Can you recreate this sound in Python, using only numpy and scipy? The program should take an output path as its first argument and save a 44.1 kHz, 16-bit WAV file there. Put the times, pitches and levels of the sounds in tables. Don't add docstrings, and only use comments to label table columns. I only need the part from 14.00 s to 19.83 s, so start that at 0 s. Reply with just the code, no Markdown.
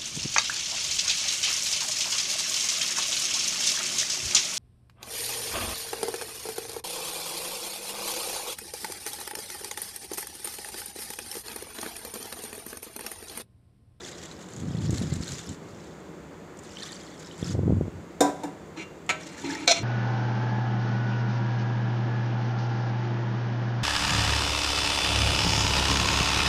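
import sys
import numpy as np
from scipy import signal
from scipy.fft import rfft, irfft, next_fast_len
from scipy.io import wavfile

SR = 44100
rng = np.random.default_rng(int(sys.argv[2]) if len(sys.argv) > 2 else 0)


def digitize_waveform(pressure):
    field = np.atleast_2d(pressure).T
    bounded = np.clip(field, -1, 1)
    quanta = np.round(bounded * 32767).astype(np.int16)
    wavfile.write(sys.argv[1], SR, quanta)


N = 257176
TIME = np.arange(N) / SR
CUTOFF_HZ = 15500

# (time [s], relative spatter level [dB], relative bubble level [dB])
POUR = [
    [(0.0, -49, -43.5), (0.396, -54.5, -60), (0.58, -50.5, -62), (0.698, -58.5, -54), (1.002, -45, -48.5),
     (1.1, -47.5, -48), (1.342, -45.5, -50), (1.504, -50, -52), (1.58, -69, -70)],
    [(2.62, -65, -70), (2.654, -57, -73), (2.686, -59, -53), (2.822, -47.5, -43.5), (3.17, -60, -61),
     (3.196, -53.5, -54), (3.368, -58.5, -56), (3.518, -46.5, -46), (3.58, -81, -93)],
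]
# (start [s], end [s], relative level [dB])
DRIBBLE = (1.55, 1.87, -61.5)
DRIBBLE_SWELL_S, DRIBBLE_FADE_S = 0.17, 0.14
DRIPS_PER_S, DRIP_RELATIVE_DB = 16, -43
# (time [s], relative level [dB])
SLOSH = [(5.19, -74), (5.204, -52), (5.486, -50), (5.494, -36), (5.594, -51.5), (5.612, -48), (5.665, -54)]
# (time [s], share of full ring time [1])
DEPTH = [(1.5, 0.65), (2.7, 1.0)]
# (time [s], relative level [dB], starting pitch [Hz])
PLINKS = [(.117, -35, 6770), (.2578, -28.5, 7300), (.314, -31, 3950), (0.5363, -30, 7100),
          (0.5646, -28, 6950), (0.787, -33.5, 4100), (0.907, -22, 6700), (0.961, -30, 7230),
          (0.9824, -23, 4170), (1.139, -22, 7500), (1.2352, -26.5, 4320), (1.28, -25, 4000),
          (1.32, -24, 7000), (1.351, -30, 5750), (1.391, -28, 6700), (2.5895, -34, 6900),
          (2.7703, -28, 3050), (2.823, -28.5, 4000), (2.8917, -31.5, 3900), (2.9657, -34, 4600),
          (3.271, -35, 5200), (3.312, -34.5, 3040), (3.4297, -34, 3260), (3.4447, -27, 5170)]
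# (time [s], relative level [dB])
DROPS = [(0.908, -24), (.982, -26), (1.235, -32), (1.28, -28), (1.335, -25), (1.491, -26), (2.572, -37),
         (2.592, -33), (2.635, -34), (2.92, -28), (3.2, -34), (3.379, -35), (5.064, -38), (5.555, -34)]
# (frequency [Hz], relative density [dB per Hz])
SPATTER_COLOUR = [(400, -20), (1500, 2.5), (2600, -2.5), (3600, 1), (5500, -2), (7200, 6), (9000, -11),
                  (12000, -17), (15500, -32)]
# (frequency [Hz], relative density [dB per Hz])
FIZZ_COLOUR = [(1200, -13), (2600, -11.5), (3600, -1.5), (5500, 7), (7200, 3.5), (9000, 2.5), (12000, -6.5)]
# (frequency [Hz], relative density [dB per Hz])
BUBBLE_COLOUR = [(900, -28), (1900, -1.5), (2600, -10.5), (3400, 5), (4200, 1.5), (5500, 2), (7500, -9),
                 (10000, -17)]
# (frequency [Hz], relative density [dB per Hz])
GURGLE_COLOUR = [(1000, -9), (1900, 9), (2600, -8), (4000, -6), (7000, -14), (10000, -20)]
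# (frequency [Hz], relative density [dB per Hz])
DROP_COLOUR = [(1500, -25), (3500, -6), (5500, -2), (7500, 7.5), (9500, -8), (13000, -18.5), (15500, -31)]

# (time [s], relative pot floor, ladle and pot wall levels [dB] x 3, chatter decay [s])
KNOCKS = [(4.2055, -11.5, -41, -38, 0.0098), (4.434, -32.5, -44.5, -52, 0.037),
          (5.091, -37, -17.5, -55, 0.01), (5.0995, -63, -18.5, -39, .0066), (5.107, -41, -29.5, -56, .0053),
          (5.676, -29, -19.5, -16, .01), (5.7105, -58, -42, -18.5, 0.0058), (5.7155, -39, -37, -19, 0.0047),
          (5.7215, -42, -24.5, -43, .003)]
# (start [s], end [s], relative ladle level [dB], relative wall level [dB])
RUBS = [(4.76, 4.82, -41, -50), (5.185, 5.46, -54, -57), (5.433, 5.635, -43, -50.5),
        (5.669, 5.717, -46, -21), (5.725, 5.781, -25, -26.5)]
RUB_ATTACK_S, RUB_RELEASE_S = 0.011, 0.013
# (start [s], end [s], relative level [dB])
DRAGS = [(4.423, 4.443, -29.5), (4.756, 4.793, -34), (5.228, 5.446, -47.5), (5.423, 5.552, -34.5),
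         (5.575, 5.646, -36.5), (5.649, 5.83, -43)]
DRAG_ATTACK_S, DRAG_RELEASE_S = 0.012, 0.006
# (start [s], end [s], loss [dB])
PRESSES = [(4.303, 4.388, 5), (5.726, 5.824, 10)]
PRESS_ATTACK_S, PRESS_RELEASE_S = 0.009, 0.015
# (start [s], end [s], peak level [dB])
JUDDER = (5.68, 5.721, -20)
JUDDER_HZ, JUDDER_SWELL_S, JUDDER_RELEASE_S = 681, 0.028, 0.004
# (frequency [Hz], relative level [dB], t60 [s])
FLOOR_MODES = [(289.8, 2.5, 0.45), (319, -22, 0.2), (363, -10, 0.08), (430, -12, 0.065), (469, -12, 0.091),
               (520.6, -0.5, 0.13), (584, -13, 0.12), (682, 2.5, 0.067), (757, -2.5, 0.36), (830, -9, 0.32),
               (986.6, 3.5, 0.34), (990, 7.5, 0.12), (1048, -18, 0.41), (1157, -19, 0.27),
               (1405, -23, 0.32), (1570, -12.5, 0.31), (3644, -8, 0.12), (3700, -17.5, 0.18),
               (3840, -22, 0.2), (5130, -12.5, 0.12), (5160, -19, 0.17), (5600, -16.5, 0.15),
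               (6180, -19, 0.12), (6600, -13, 0.089), (7000, -12, 0.23), (7200, -12, 0.1),
               (7130, -4, 0.097), (8150, -12, 0.099), (8860, -12, 0.075)]
# (frequency [Hz], relative level [dB], t60 [s])
LADLE_MODES = [(368, -3, 0.12), (623.5, -7, 0.4), (980, -27, .15), (1160, -13, 0.2), (1324, 4.5, 0.12),
               (1548, -8, 0.33), (1574, -8, 0.18), (1700, -19, 0.12), (2010, -18, 0.14), (1970, -16, 0.23),
               (2063, 12, 0.097), (2065, 1.5, 0.2), (2319, 9.5, 0.15), (2510, -18, 0.2), (2772, 1, 0.38),
               (3100, -10, 0.25), (3450, -15, 0.22), (4000, -7, 0.08), (4700, -23, 0.18),
               (6760, 8.5, 0.035)]
# (frequency [Hz], relative level [dB], t60 [s])
WALL_MODES = [(679, 8, 0.13), (1526, -4.5, 0.57), (2020, -5.5, 0.27), (2140, -14, 0.17), (2480, -7.5, 0.14),
              (3450, -5, 0.32), (3550, -2, 0.22), (3630, -5, 0.24), (3574, -1.5, 0.12), (3840, 2, 0.23),
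              (3960, -5, .14), (4100, -34, .16), (4100, 4.5, 0.068), (4225, 7.5, 0.1), (4480, 2, 0.15),
              (5260, 1, 0.14), (5560, -17, 0.2), (5820, -9, 0.14), (5850, 3, 0.089), (7300, -3, 0.083),
              (7110, -11, 0.11)]
# (frequency [Hz], relative level [dB], t60 [s])
DRAG_MODES = [(159, -3.5, 0.025), (286, -2, 0.39), (330, 1, 0.11), (417, -12, 0.21), (866, -7, 0.18),
              (950, -6, 0.047), (1717, -15, 0.14)]
# (frequency [Hz], relative density [dB per Hz])
FLOOR_COLOUR = [(100, -6.5), (220, -2.5), (330, 5.5), (750, 4.5), (1200, -11), (2200, -13), (3000, -27),
                (3700, -9), (4300, -22), (7200, -9), (9000, -18), (15000, -28)]
# (frequency [Hz], relative density [dB per Hz])
LADLE_COLOUR = [(120, -34), (350, -11), (900, -3.5), (1400, -1.5), (2400, 3), (3300, -5), (5500, -14.5),
                (7200, -9.5), (9000, -20), (15000, -48)]
# (frequency [Hz], relative density [dB per Hz])
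WALL_COLOUR = [(150, -26), (650, 5), (1150, -21), (2300, 3), (3100, -3.5), (4000, 8.5), (5000, -1),
               (5900, 6.5), (7500, -4), (9000, -15), (15000, -42)]

# (start [s], peak [s], end [s], relative level [dB])
PUFFS = [(0.502, 0.96, 1.286, -21), (1.266, 1.307, 1.43, -34.5), (1.457, 1.52, 1.534, -27.5),
         (1.618, 1.672, 1.96, -42.5), (3.392, 3.724, 3.9, -18), (3.918, 3.95, 4.1, -35),
         (5.773, 5.8, 5.9, -27.5)]
PUFF_SHAPE = 0.84
# (time [s], relative level [dB], nominal pitch [Hz])
EDDIES = [(0.669, -28, 100), (.895, -18.5, 130), (0.93, -17, 110), (1.167, -25, 90), (1.205, -23.5, 90),
          (3.428, -19, 125), (3.552, -19, 164), (3.592, -16.5, 172), (3.633, -15, 115), (3.679, -13.5, 130),
          (3.724, -12, 115), (3.77, -22.5, 134), (3.811, -12.5, 150), (3.881, -22, 150)]
EDDIES_PER_S, EDDY_RELATIVE_DB, EDDY_MID_HZ = 22, -1, 130
# (frequency [Hz], relative density [dB per Hz])
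AIR_COLOUR = [(25, -42), (50, -32), (85, 1), (150, -2.5), (250, -10.5), (400, -24.5), (700, -36.5),
              (1500, -33.5), (4000, -64)]

# (frequency [Hz], relative density [dB per Hz])
ROOM_TONE = [(25, -41), (50, -17.5), (80, -7), (125, -12.5), (165, 0), (225, -9), (330, -4.5), (500, -8.5),
             (560, -13.5), (1100, -17.5), (2100, -23.5), (2700, -29.5), (5500, -37), (7100, -30.5),
             (9500, -46), (15500, -49)]
ROOM_TONE_DB = -44.5
# (frequency [Hz], rms level [dB])
HUM = [(166, -58), (198, -62.5), (577, -62.5), (3480, -75), (4590, -77.5)]


def water():
    wobble = from_db(1.76 * drift(25.14))
    spatter_gain, bubble_gain = np.sum([levels(rows) for rows in POUR], axis=0) * wobble
    start, end, db = DRIBBLE
    dribble_gain = from_db(db) * stroke(start, end, DRIBBLE_SWELL_S, DRIBBLE_FADE_S)
    slosh_gain = levels(SLOSH)[0] * from_db(-1.5 + 2.0 * drift(30))

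    impacts = np.abs(grains(per_s=980, spread_db=7.0))
    bursts = signal.lfilter([1], [1, -np.exp(-1 / (0.005 * SR))], impacts)
    spatter = coloured(bursts * rng.standard_normal(N), SPATTER_COLOUR)
    fizz = bubble_cloud(FIZZ_COLOUR, cycles=57, rise=0.16, spread_db=6.0, count=3600)
    bubbles = bubble_cloud(BUBBLE_COLOUR, cycles=99, rise=0.13, spread_db=3.5, count=2800)
    gurgle = bubble_cloud(GURGLE_COLOUR, cycles=41, rise=0.1, spread_db=3.5, count=2400)

    out = (from_db(1.04) * spatter + from_db(-3.9) * fizz) * (spatter_gain + slosh_gain + dribble_gain)
    out += from_db(-2.0) * bubbles * (bubble_gain + dribble_gain)
    return out + from_db(-3.5) * gurgle * slosh_gain


def bubble_cloud(colour, cycles, rise, spread_db, count):
    out = np.zeros(N)
    when, pitch, size = rng.random((count, 3)).T
    when = when * N / SR
    gains = from_db(spread_db * np.minimum(-np.log(1 - size), 3))
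    pitches_hz = 1000 * 11 ** pitch
    depths = np.interp(when, *np.transpose(DEPTH))
    for s, gain, hz, depth in zip(when, gains, pitches_hz, depths):
        add(out, s, gain * bubble(hz, cycles * depth, rise))
    return coloured(out, colour)


def bubble(hz, cycles, rise):
    t60 = cycles / hz
    t = np.arange(int(t60 * SR) + 2) / SR
    return np.sin(2 * np.pi * hz * t * (1 + rise * t / t60)) * np.exp(-np.log(1000) * t / t60)


def drops():
    out = np.zeros(N)
    t = np.arange(SR // 50) / SR
    for s, db, hz in PLINKS:
        depth = np.interp(s, *np.transpose(DEPTH))
        add(out, s, from_db(db - 2.5) * bubble(hz, cycles=70 * depth, rise=0.036))
    start, end, _ = DRIBBLE
    drip_times = moments(start + DRIBBLE_SWELL_S, end + DRIBBLE_FADE_S, DRIPS_PER_S)
    drips = [(s, DRIP_RELATIVE_DB) for s in drip_times]
    for s, db in DROPS + drips:
        tick = coloured(rng.standard_normal(len(t)), DROP_COLOUR) * np.exp(-t / 0.0036)
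        add(out, s, from_db(db - 11.0) * tick)
    return out


def ladle():
    pot_floor = steel(FLOOR_MODES, FLOOR_COLOUR, ring_db=1.0, crash_db=-1.5, crash_t60=0.08,
                      tail_db=-11.0, tail_t60=0.59, build_s=0.0013)
    spoon = steel(LADLE_MODES, LADLE_COLOUR, ring_db=-1.5, crash_db=-0.5, crash_t60=0.062,
                  tail_db=-19, tail_t60=0.27, build_s=0.0019)
    wall = steel(WALL_MODES, WALL_COLOUR, ring_db=-0.5, crash_db=1.0, crash_t60=0.06,
                 tail_db=-20, tail_t60=0.2, build_s=0.00029)
    slips = grains(per_s=2100, spread_db=2.0)
    spoon_gain, wall_gain = sum(
        np.outer(from_db(db), stroke(start, end, RUB_ATTACK_S, RUB_RELEASE_S)) for start, end, *db in RUBS)
    drag_gain = sum(
        from_db(db) * stroke(start, end, DRAG_ATTACK_S, DRAG_RELEASE_S) for start, end, db in DRAGS)
    scrape = rubbed(spoon[0] + from_db(1.0) * spoon[1], slips, spoon_gain, contact_t60=0.99)
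    scrape += rubbed(wall.sum(axis=0), slips, wall_gain, contact_t60=0.11)
    drag = rubbed(ringing(DRAG_MODES), slips, drag_gain, contact_t60=0.29)

    loss_db = sum(
        loss * stroke(start, end, PRESS_ATTACK_S, PRESS_RELEASE_S) for start, end, loss in PRESSES)
    struck = knocks(np.array([pot_floor, spoon, wall]))
    out = (struck + scrape) * from_db(-loss_db) + drag + judder()
    return signal.sosfilt(signal.butter(2, 110, "high", fs=SR, output="sos"), out)


def knocks(bodies):
    out = np.zeros(N)
    t = np.arange(SR // 20) / SR
    for s, *blow_db, chatter_s in KNOCKS:
        clear, crash = np.tensordot(from_db(blow_db), bodies, 1)
        hits = rng.choice([-1, 1], len(t)) * (rng.random(len(t)) < 2500 / SR)
        rebounds = 0.091 * hits * np.exp(-t / chatter_s)
        rebounds[0] = 1
        add(out, s, clear)
        add(out, s, signal.fftconvolve(rebounds, crash))
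    return out


def judder():
    start, end, db = JUDDER
    phase = 2 * np.pi * JUDDER_HZ * TIME + 0.26 * drift(120)
    return from_db(db) * stroke(start, end, JUDDER_SWELL_S, JUDDER_RELEASE_S) * np.sin(phase)


def steel(modes, colour, ring_db, crash_db, crash_t60, tail_db, tail_t60, build_s):
    clear = ringing(modes)
    t = np.arange(len(clear)) / SR
    crowded = coloured(rng.standard_normal(len(t)), colour)
    dulled = signal.sosfilt(signal.butter(1, 3500, fs=SR, output="sos"), crowded[::-1])
    crash = crowded * from_db(crash_db - 60 * t / crash_t60)
    tail = dulled * from_db(tail_db - 60 * t / tail_t60)
    return np.array([from_db(ring_db) * clear, crash + tail]) * (1 - np.exp(-t / build_s))


def ringing(modes):
    t = np.arange(SR * 3 // 4) / SR
    power = sum(from_db(db) ** 2 for hz, db, t60 in modes) / 2
    out = np.zeros(len(t))
    for k, (hz, db, t60) in enumerate(modes):
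        out += (-1) ** k * from_db(db - 60 * t / t60) * np.sin(2 * np.pi * hz * t)
    return out / np.sqrt(power)


def rubbed(response, slips, force, contact_t60):
    damped = response * np.exp(-np.log(1000) * np.arange(len(response)) / SR / contact_t60)
    return signal.fftconvolve(slips * force, damped / np.linalg.norm(damped))[:N]


def air():
    strength = np.zeros(N)
    for start, peak, end, db in PUFFS:
        strength += from_db(db) * np.interp(TIME, [start, peak, end], [0, 1, 0]) ** PUFF_SHAPE
    out = from_db(-5.0) * strength * coloured(grains(per_s=900, spread_db=2.5), AIR_COLOUR)

    half_s = 0.02
    eddies = [(s, from_db(db), hz) for s, db, hz in EDDIES]
    for s in moments(0, N / SR, EDDIES_PER_S):
        gain = from_db(EDDY_RELATIVE_DB) * strength[int(s * SR)]
        eddies.append((s, gain, EDDY_MID_HZ * rng.uniform(0.69, 1.5)))
    for s, gain, hz in eddies:
        u = 2 * np.pi * hz * np.arange(-half_s, half_s, 1 / SR)
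        swing = u / (1 + u * u) ** 2
        add(out, s - half_s, gain * swing / swing.max())
    return signal.sosfilt(signal.butter(3, [56, 900], "band", fs=SR, output="sos"), out)


def room_tone():
    out = from_db(ROOM_TONE_DB) * coloured(rng.standard_normal(N), ROOM_TONE)
    for hz, db in HUM:
        out += from_db(db) * np.sqrt(2) * np.sin(2 * np.pi * hz * TIME + 0.77 * drift(12))
    return out


def echoes(x, t60, wet_db):
    t = np.arange(SR // 2) / SR
    cloud = rng.standard_normal(len(t)) * np.exp(-np.log(1000) * t / t60) * (t > 0.001)
    return x + from_db(wet_db) * signal.fftconvolve(x, cloud / np.linalg.norm(cloud))[:N]


def from_db(db):
    return 10 ** (np.asarray(db) / 20)


def rms_one(x):
    return x / np.sqrt(np.mean(x ** 2) + 1e-20)


def levels(rows):
    s, *columns = np.transpose(rows)
    return [from_db(np.interp(TIME, s, c, left=-140, right=-140)) for c in columns]


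def stroke(start, end, attack_s, release_s):
    return np.clip((TIME - start) / attack_s, 0, 1) * np.exp(-np.clip((TIME - end) / release_s, 0, 20))


def moments(start, end, per_s):
    return TIME[(rng.random(N) < per_s / SR) & (TIME > start) & (TIME < end)]


def grains(per_s, spread_db):
    sizes = from_db(spread_db * np.minimum(rng.exponential(1, N), 4)) * rng.choice([-1, 1], N)
    return rms_one(sizes * (rng.random(N) < per_s / SR))


def drift(per_s):
    knots = rng.standard_normal(4096)
    return rms_one(np.interp(TIME * per_s, np.arange(len(knots)), knots))


def coloured(x, colour):
    hz, db = np.transpose(colour)
    size = next_fast_len(len(x))
    bins_hz = np.maximum(np.arange(size // 2 + 1) * SR / size, 1)
    skirt = np.minimum(bins_hz / hz[0], 1) ** 2
    gain = skirt * from_db(np.interp(np.log(bins_hz), np.log(hz), db))
    return rms_one(irfft(rfft(x, size) * gain, size)[:len(x)])


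def add(out, s, sound):
    at = max(int(s * SR), 0)
    out[at:at + len(sound)] += sound[:max(N - at, 0)]


def scene():
    pot = water() + drops() + ladle()
    return (echoes(pot, t60=0.31, wet_db=-11.5) + air() + room_tone())[None]


def record(dry):
    ceiling = 0.62
    rounded = dry / (1 + (dry / ceiling) ** 4) ** (1 / 4)
    return signal.sosfilt(signal.ellip(10, 0.1, 80, CUTOFF_HZ, fs=SR, output="sos"), rounded)


dry = scene()
out = record(dry)
digitize_waveform(out)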